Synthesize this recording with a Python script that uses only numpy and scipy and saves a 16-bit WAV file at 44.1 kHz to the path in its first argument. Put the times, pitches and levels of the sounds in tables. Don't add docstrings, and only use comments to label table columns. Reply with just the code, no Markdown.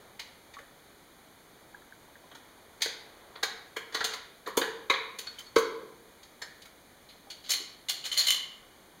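import sys
import numpy as np
from scipy import signal
from scipy.fft import rfft, irfft
from scipy.io import wavfile
from scipy.ndimage import uniform_filter1d

SR = 44100
rng = np.random.default_rng(int(sys.argv[2]) if len(sys.argv) > 2 else 0)


def master_out(mix):
    frames = np.transpose(np.atleast_2d(mix))
    ceiling = np.clip(frames, -1, 1)
    pcm = np.round(ceiling * 32767).astype(np.int16)
    wavfile.write(sys.argv[1], SR, pcm)


N = 396900


def gain_of(db):
    return 10 ** (np.asarray(db) / 20)


def read(points, hz):
    f, value = np.transpose(points)
    return np.interp(np.log(hz + 1), np.log(f + 1), value)


def add(mix, s, sound):
    part = mix[round(s * SR):][:len(sound)]
    part += sound[:len(part)]


def loud(x):
    return x / np.sqrt(np.mean(x[:SR // 100] ** 2)) / 3


def colour(x, db):
    log_gain = np.log(gain_of(np.r_[db, db[-2:0:-1]]))
    response = np.fft.ifft(np.exp(np.conj(signal.hilbert(log_gain)))).real
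    return signal.oaconvolve(x, response[:len(db) // 2])[:len(x)]


def noise(points):
    spectrum = rfft(rng.standard_normal(N))
    x = irfft(spectrum * gain_of(read(points, np.fft.rfftfreq(N, 1 / SR))), N)
    return x / np.std(x)


def bank(modes, damping=1, split=0, count=1):
    hz, db, t60 = np.repeat(modes, count, axis=0).T[:, :, None]
    neighbour = (np.arange(len(hz)) % count > 0)[:, None]
    hz = hz * (1 + split * neighbour * rng.standard_normal(hz.shape))
    t = np.arange(SR // 2) / SR
    fall_db = 60 * t * damping * (1 + neighbour) / t60
    return hz[:, 0], gain_of(db - 0.44 * neighbour - fall_db) * np.sin(2 * np.pi * hz * t)


def chatter(s, swell, spike=0.19):
    t = np.arange(SR // 10) / max(s, 3e-4) / SR
    bounces = rng.standard_normal(len(t)) * rng.exponential(1, len(t)) ** spike
    return bounces * t ** swell * np.exp(-t)


def struck(modes, tilt_db, spread_db, rise=0.00053):
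    share = gain_of(tilt_db + spread_db * rng.standard_normal(len(modes)))
    share = share * rng.choice([-1, 1], len(modes))
    build_up = 1 - np.exp(-np.arange(modes.shape[1]) / SR / max(rise, 1e-4))
    return loud(share @ modes * build_up)


def ticks(spells, per_s, spread_db):
    rows = []
    for start, length, db in spells:
        gap, size = rng.random((40, 2)).T
        times = start + np.cumsum(gap + .5) / per_s
        levels = db - spread_db * (1 + np.log(size + 0.095))
        rows += [(s, level) for s, level in zip(times, levels) if s < start + length]
    return rows


# frequency in Hz, relative density in dB.
HISS_SPECTRUM = [(12, -51), (20, -9.5), (126, -9), (292, -6), (700, -9), (1180, -12.5), (2370, -14),
                 (2650, -20), (3500, -15.5), (5620, -17), (9830, -21.5), (15800, -27)]


def hiss():
    return gain_of(-56) * noise(HISS_SPECTRUM)


# time in seconds, level in dB (it glides between).
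SHUFFLE_LEVELS = [(0.0, -58), (0.41, -74), (2.81, -62), (3.398, -56.5)]
# frequency in Hz, relative density in dB.
CLOTH_SPECTRUM = [(150, -24), (400, 15), (1000, 14), (2500, 4), (6000, -7), (12000, -34.5)]


def shuffle():
    s, db = np.transpose(SHUFFLE_LEVELS)
    flutter_db = 0.19 * uniform_filter1d(rng.standard_normal(N), 900) * 30
    level_db = np.interp(np.arange(N) / SR, s, db, right=-99)
    return gain_of(level_db + flutter_db) * noise(CLOTH_SPECTRUM)


# frequency in Hz, relative level in dB.
CRACK_SPECTRUM = [(150, -103), (500, -11.5), (1000, -15.5), (2000, -11), (3200, -6), (4500, -3),
                  (6500, 1.5), (10000, -15.5), (13000, -22), (16000, -22)]


def crack(touch, hard_db, body_db=0):
    hz = np.fft.rfftfreq(4096, 1 / SR)
    tilt_db = hard_db * np.clip((hz - 4800) / 1200, 0, 1)
    tilt_db += (hard_db + 11.0) * np.clip((hz - 7500) / 4000, 0, 1)
    tilt_db += body_db * np.clip(2 - hz / 1000, 0, 1)
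    return loud(colour(touch, read(CRACK_SPECTRUM, hz) + tilt_db))


# frequency in Hz, relative level in dB, time to fall 60 dB in seconds.
LID_MODES = [(126, -15, 0.12), (201.7, -14, 0.61), (325, -9.5, 0.04), (358, -17, 0.16), (455, 4, 0.042),
             (527, -10, 0.078)]


def lid_boom():
    t = np.arange(SR // 140) / SR
    push = signal.windows.hann(len(t)) * (0.012 + np.cos(2 * np.pi * 430 * t))
    return loud(signal.fftconvolve(bank(LID_MODES)[1].sum(0), push))


# frequency in Hz, relative level in dB, time to fall 60 dB in seconds.
SHELL_MODES = [(680, -10, 0.039), (800, -5.5, 0.011), (958, 0, 0.021), (1090, -3, 0.015), (1330, 1, 0.017),
               (1600, 3, 0.012), (1844, 2, 0.016), (1953, 5, 0.01), (2150, -3.5, 0.03), (2300, -1, 0.024),
               (3700, 3, 0.013), (4280, -6.5, 0.016)]


def shell_bank():
    return bank(SHELL_MODES, split=0.11, count=12)


# start in seconds, length in seconds, tick level in dB.
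DRAG_SPELLS = [(2.795, .022, -34.5), (3.91, 0.24, -36.5), (4.455, .05, -42), (5.2, 0.29, -51)]


def drags():
    return [(s, db, -8, -4.5, -10) for s, db in ticks(DRAG_SPELLS, per_s=83, spread_db=-1)]


LEAD_S = .004
# time in seconds, crack level in dB, lid boom in dB re crack,
# shell ring in dB re crack, hardness as treble in dB.
MACHINE_BLOWS = [(0.1967, -26.5, -34, -15.5, -8.5), (0.5383, -40.5, -31, -2.5, -8),
                 (0.5876, -45, -6, 5, -6), (2.316, -54, -5, 12, -1), (2.3515, -40, -12, -1.5, -7),
                 (2.8211, -13.5, -39, -14, -7.5), (2.858, -23, -5.5, -3.5, -8), (3.357, -39, -3, 1.5, -18),
                 (3.4318, -15, -15, -8, -7.5), (3.7665, -28.5, -0.5, 4.5, -3.5),
                 (3.9473, -18, -11.5, -3.5, -8.5), (4.0082, -24, -15, 1.5, -13),
                 (4.0444, -15.5, -16, -9.5, -7), (4.137, -26, -20, -9, -8), (4.4633, -39.5, 2, 4.5, -10),
                 (4.474, -38, 9, -3, 3), (4.4838, -40.5, 9.5, 6, -27), (4.573, -14.5, 1, -4.5, -1),
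                 (4.616, -23.5, 0, 4.5, -25), (4.9009, -18, -4.5, 1.5, -9), (4.9392, -25, -8, 1.5, -26),
                 (5.189, -23.5, -16, -27, -5), (5.27, -32.5, -37, -6, -14), (5.3899, -32.5, -32, -15, -3),
                 (5.5619, -16.5, 10, 1.5, -8), (5.584, -23.5, -25, -15, -0.5), (6.232, -39, -28, -28, -8),
                 (6.4197, -28.5, -19, -9, -9.5), (6.6207, -38.5, -38, -24, -8), (6.6566, -42, -15, -4, -3)]


def knocks(shell):
    out, boom = np.zeros(N), lid_boom()
    for s, db, lid_db, shell_db, hard_db in MACHINE_BLOWS + drags():
        touch = chatter(0.0037, swell=1.624)
        ringing = signal.fftconvolve(struck(shell, 0, spread_db=2.5), touch)
        add(out, s - LEAD_S, gain_of(db) * crack(touch, hard_db, body_db=0.48 * lid_db))
        add(out, s, gain_of(db + lid_db) * boom)
        add(out, s - LEAD_S, gain_of(db + shell_db) * loud(ringing))
    return out


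# time in seconds, level in dB, pitch in Hz.
SHELL_CLANKS = [(.196, -34.5, 2100), (2.821, -26, 2280), (6.42, -33.5, 1600), (2.821, -18.5, 4280),
                (3.431, -22.5, 1760), (3.766, -31.5, 1600), (4.008, -30, 3750), (4.473, -26.5, 1010),
                (4.901, -19, 958), (4.901, -15, 2150), (4.901, -19.5, 3700), (5.563, -25.5, 2200),
                (5.585, -29, 4350)]


def clanks(shell_hz, shell):
    out = np.zeros(N)
    for s, db, pitch_hz in SHELL_CLANKS:
        clank = struck(shell, -81 * abs(np.log2(shell_hz / pitch_hz)), spread_db=2.0)
        touch = chatter(0.0039, swell=0.81)
        add(out, s - LEAD_S, gain_of(db) * loud(signal.fftconvolve(clank, touch)))
    return out


# delay in seconds, level in dB.
SINGLE_ECHOES = [(.011, -10), (.021, -12.5)]
# frequency in Hz, time to fall 60 dB in seconds.
ROOM_T60 = [(200, 0.87), (500, 0.84), (1400, 0.66), (3700, 0.6), (7000, 0.41), (14000, 0.29)]
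# frequency in Hz, level in dB.
TAIL_STRENGTH = [(300, -10.5), (1000, -4.5), (4000, -6.5), (12000, -6)]


def room_tail():
    pulses = np.zeros(SR)
    at = np.arange(300, SR - 20, 20)
    pulses[at + rng.integers(0, 20, len(at))] = rng.choice([-1., 1.], len(at))
    hz, frame_s, z = signal.stft(pulses, SR, nperseg=256)
    decay = gain_of(-60 * frame_s / read(ROOM_T60, hz)[:, None])
    tail = signal.istft(z * decay, SR, nperseg=256)[1]
    return colour(tail / np.linalg.norm(tail), read(TAIL_STRENGTH, hz))


def room(x):
    out, t = x.copy(), np.arange(N) / SR
    low = signal.sosfiltfilt(signal.butter(4, 650, fs=SR, output="sos"), x)
    treble = x - low
    for s, db in SINGLE_ECHOES:
        add(out, s, gain_of(db) * treble)
    for k in range(3):
        turn = k * np.pi / 3
        feed = low * np.cos(2.331 * t + turn) + treble * np.cos(330 * t + turn)
        out += signal.fftconvolve(np.sqrt(2 / 3) * feed, room_tail())[:N]
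    return out


# time in seconds, level in dB, pitch in Hz.
DULL_TAPS = [(0.568, -34.5, 1127), (.589, -44, 2070), (.6, -43.5, 555), (1.744, -36.5, 1600),
             (1.741, -46, 970), (1.819, -47, 1320), (1.923, -39.5, 1530), (2.08, -52, 870),
             (2.155, -44, 1600), (2.24, -47, 703), (4.574, -23, 301), (7.27, -45, 800), (7.601, -42, 431)]


def dull_taps():
    out = np.zeros(N)
    for s, db, hz in DULL_TAPS:
        t60 = 0.11 * (1000 / hz) ** 1.1
        notes = bank([(hz, 0, t60)], split=0.164, count=4)[1]
        add(out, s, gain_of(db) * struck(notes, 0, spread_db=3.0))
    return out


# time in seconds, level in dB, pitch in Hz.
THIN_NOTES = [(4.575, -50, 1440), (4.618, -36.5, 1715), (4.618, -43, 1890), (4.903, -47, 395),
              (4.903, -38.5, 532), (4.903, -48, 1104), (4.903, -40, 1646), (4.903, -40, 2060),
              (4.903, -48, 3698), (5.575, -31.5, 452), (5.565, -37, 1314)]


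def hums():
    out = np.zeros(N)
    for s, db, hz in THIN_NOTES:
        add(out, s, gain_of(db) * bank([(hz, 0, 0.47)], split=0.0049, count=2)[1].sum(0))
    return out


# frequency in Hz, relative level in dB, time to fall 60 dB in seconds.
LATCH_MODES = [(3100, 4.5, 0.043), (4390, -1.5, 0.17), (5280, -8, 0.15), (6640, 3, 0.036), (7230, 19, 0.13)]
# time in seconds, level in dB before the mode's own,
# pitch of the struck spot in Hz.
LATCH_PINGS = [(5.271, -28, 4310), (5.386, -36, 3020), (5.406, -42, 3110), (5.465, -43, 4390),
               (6.42, -27, 5280), (7.502, -24, 5280)]


def latch():
    out, (hz, modes) = np.zeros(N), bank(LATCH_MODES)
    for s, db, spot_hz in LATCH_PINGS:
        add(out, s, gain_of(db - 70 * abs(np.log2(hz / spot_hz))) @ modes)
    return out


# start in seconds, length in seconds, tick level in dB.
RATTLE_SPELLS = [(7.43, .06, -37), (7.51, 0.03, -30), (8.2, .07, -25), (8.29, .09, -39)]


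def rattles():
    return [(s, db, -12, 0.0051, 3600) for s, db in ticks(RATTLE_SPELLS, per_s=110, spread_db=4)]


# frequency in Hz, relative level in dB, time for the clear tone to fall
# 60 dB in seconds (the jangle dies faster).
RING_MODES = [(1125, -14.5, 0.97), (2071, -1, 0.25), (2930, -1, 0.23), (2990, -9.5, 0.11), (3070, -2, 0.35),
              (3130, -10, 0.32), (3520, -3, 0.21), (3790, -19, 0.36), (4195, 0.5, 0.58), (4373, -1, 0.18),
              (4613, -7, 0.55), (5400, 3.5, 0.25), (6530, -8, 0.32), (7090, 3, 0.58), (9360, -0.5, 0.3),
              (11760, -6.5, 0.35)]
# time in seconds, crack level in dB,
# ringing in dB re crack, chatter in seconds, pitch of the spot in Hz.
RING_CLINKS = [(7.087, -45, -0.5, 0.014, 4030), (7.301, -30, -4, 0.0071, 4500),
               (7.4915, -20, -16, 0.0076, 4240), (7.5038, -15.5, 1.5, 0.0065, 5400),
               (7.517, -15, -9, 0.0034, 2900), (7.535, -19, 0, 0.004, 4430), (7.885, -26, 3, 0.0032, 3800),
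               (7.8938, -15.5, -2, 0.0051, 4340), (8.0399, -29.5, -1, 0.019, 2940),
               (8.0527, -24.5, -9, 0.0098, 3870), (8.1153, -26.5, 5.5, 0.016, 2920),
               (8.126, -28.5, 2.5, 0.0033, 3100), (8.168, -27, 1, 0.0031, 2110),
               (8.1743, -16.5, 1.5, 0.0082, 4050), (8.191, -18.5, 4, 0.011, 4360),
               (8.268, -17.5, 1, 0.0079, 3600), (8.2826, -18.5, 6.5, 0.0032, 3100),
               (8.3056, -12.5, 1.5, 0.00027, 3100), (8.3197, -22, 1, 0.0032, 3100),
               (8.345, -22, -10, 0.001, 3450)]


def ring():
    tones, (tone_hz, clear) = np.zeros(N), bank(RING_MODES)
    jangle, (hz, modes) = np.zeros(N), bank(RING_MODES, damping=2.6, split=0.0185, count=8)
    for s, db, ring_db, chatter_s, spot_hz in RING_CLINKS + rattles():
        hard_db = 2.5 + 0.36 * db
        near_db = np.maximum(-22 * abs(np.log2(hz / spot_hz)), -12)
        near_db = near_db + (hz > 5200) * (hard_db + 3.5)
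        tone_near_db = -4 * abs(np.log2(tone_hz / spot_hz))
        add(jangle, s, gain_of(db) * crack(chatter(chatter_s, swell=0.73), hard_db, body_db=-5.5))
        add(jangle, s, gain_of(db + ring_db) * struck(modes, near_db, spread_db=4.0, rise=0.00056))
        add(tones, s, gain_of(db + ring_db - 15.5) * struck(clear, tone_near_db, spread_db=3.0))
    return jangle, tones


def scene():
    shell_hz, shell = shell_bank()
    machine = knocks(shell) + clanks(shell_hz, shell)
    jangle, tones = ring()
    mix = room(machine + jangle) + tones + hums() + latch() + dull_taps() + shuffle() + hiss()
    return mix[None]


# centre in Hz, width in Hz, depth in dB.
HOUSING_NOTCHES = [(2683, 210, -20), (5030, 515, -16.5), (5690, 525, -18), (7875, 1380, -11.5)]


def microphone(x):
    hz = np.fft.rfftfreq(8192, 1 / SR)
    db = np.zeros(len(hz))
    for centre_hz, width_hz, depth_db in HOUSING_NOTCHES:
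        dip = (1 - gain_of(depth_db)) / (1 + (2 * (hz - centre_hz) / width_hz) ** 2)
        db += 20 * np.log10(1 - dip)
    db -= 40 * np.clip((hz - 15750) / 500, 0, 1)
    return colour(x, db)


def roll_off(x):
    return signal.sosfilt(signal.butter(12, 16650, fs=SR, output="sos"), x)


def record(dry):
    mix = microphone(dry[0])[None]
    return roll_off(mix)


dry = scene()
out = record(dry)
master_out(out)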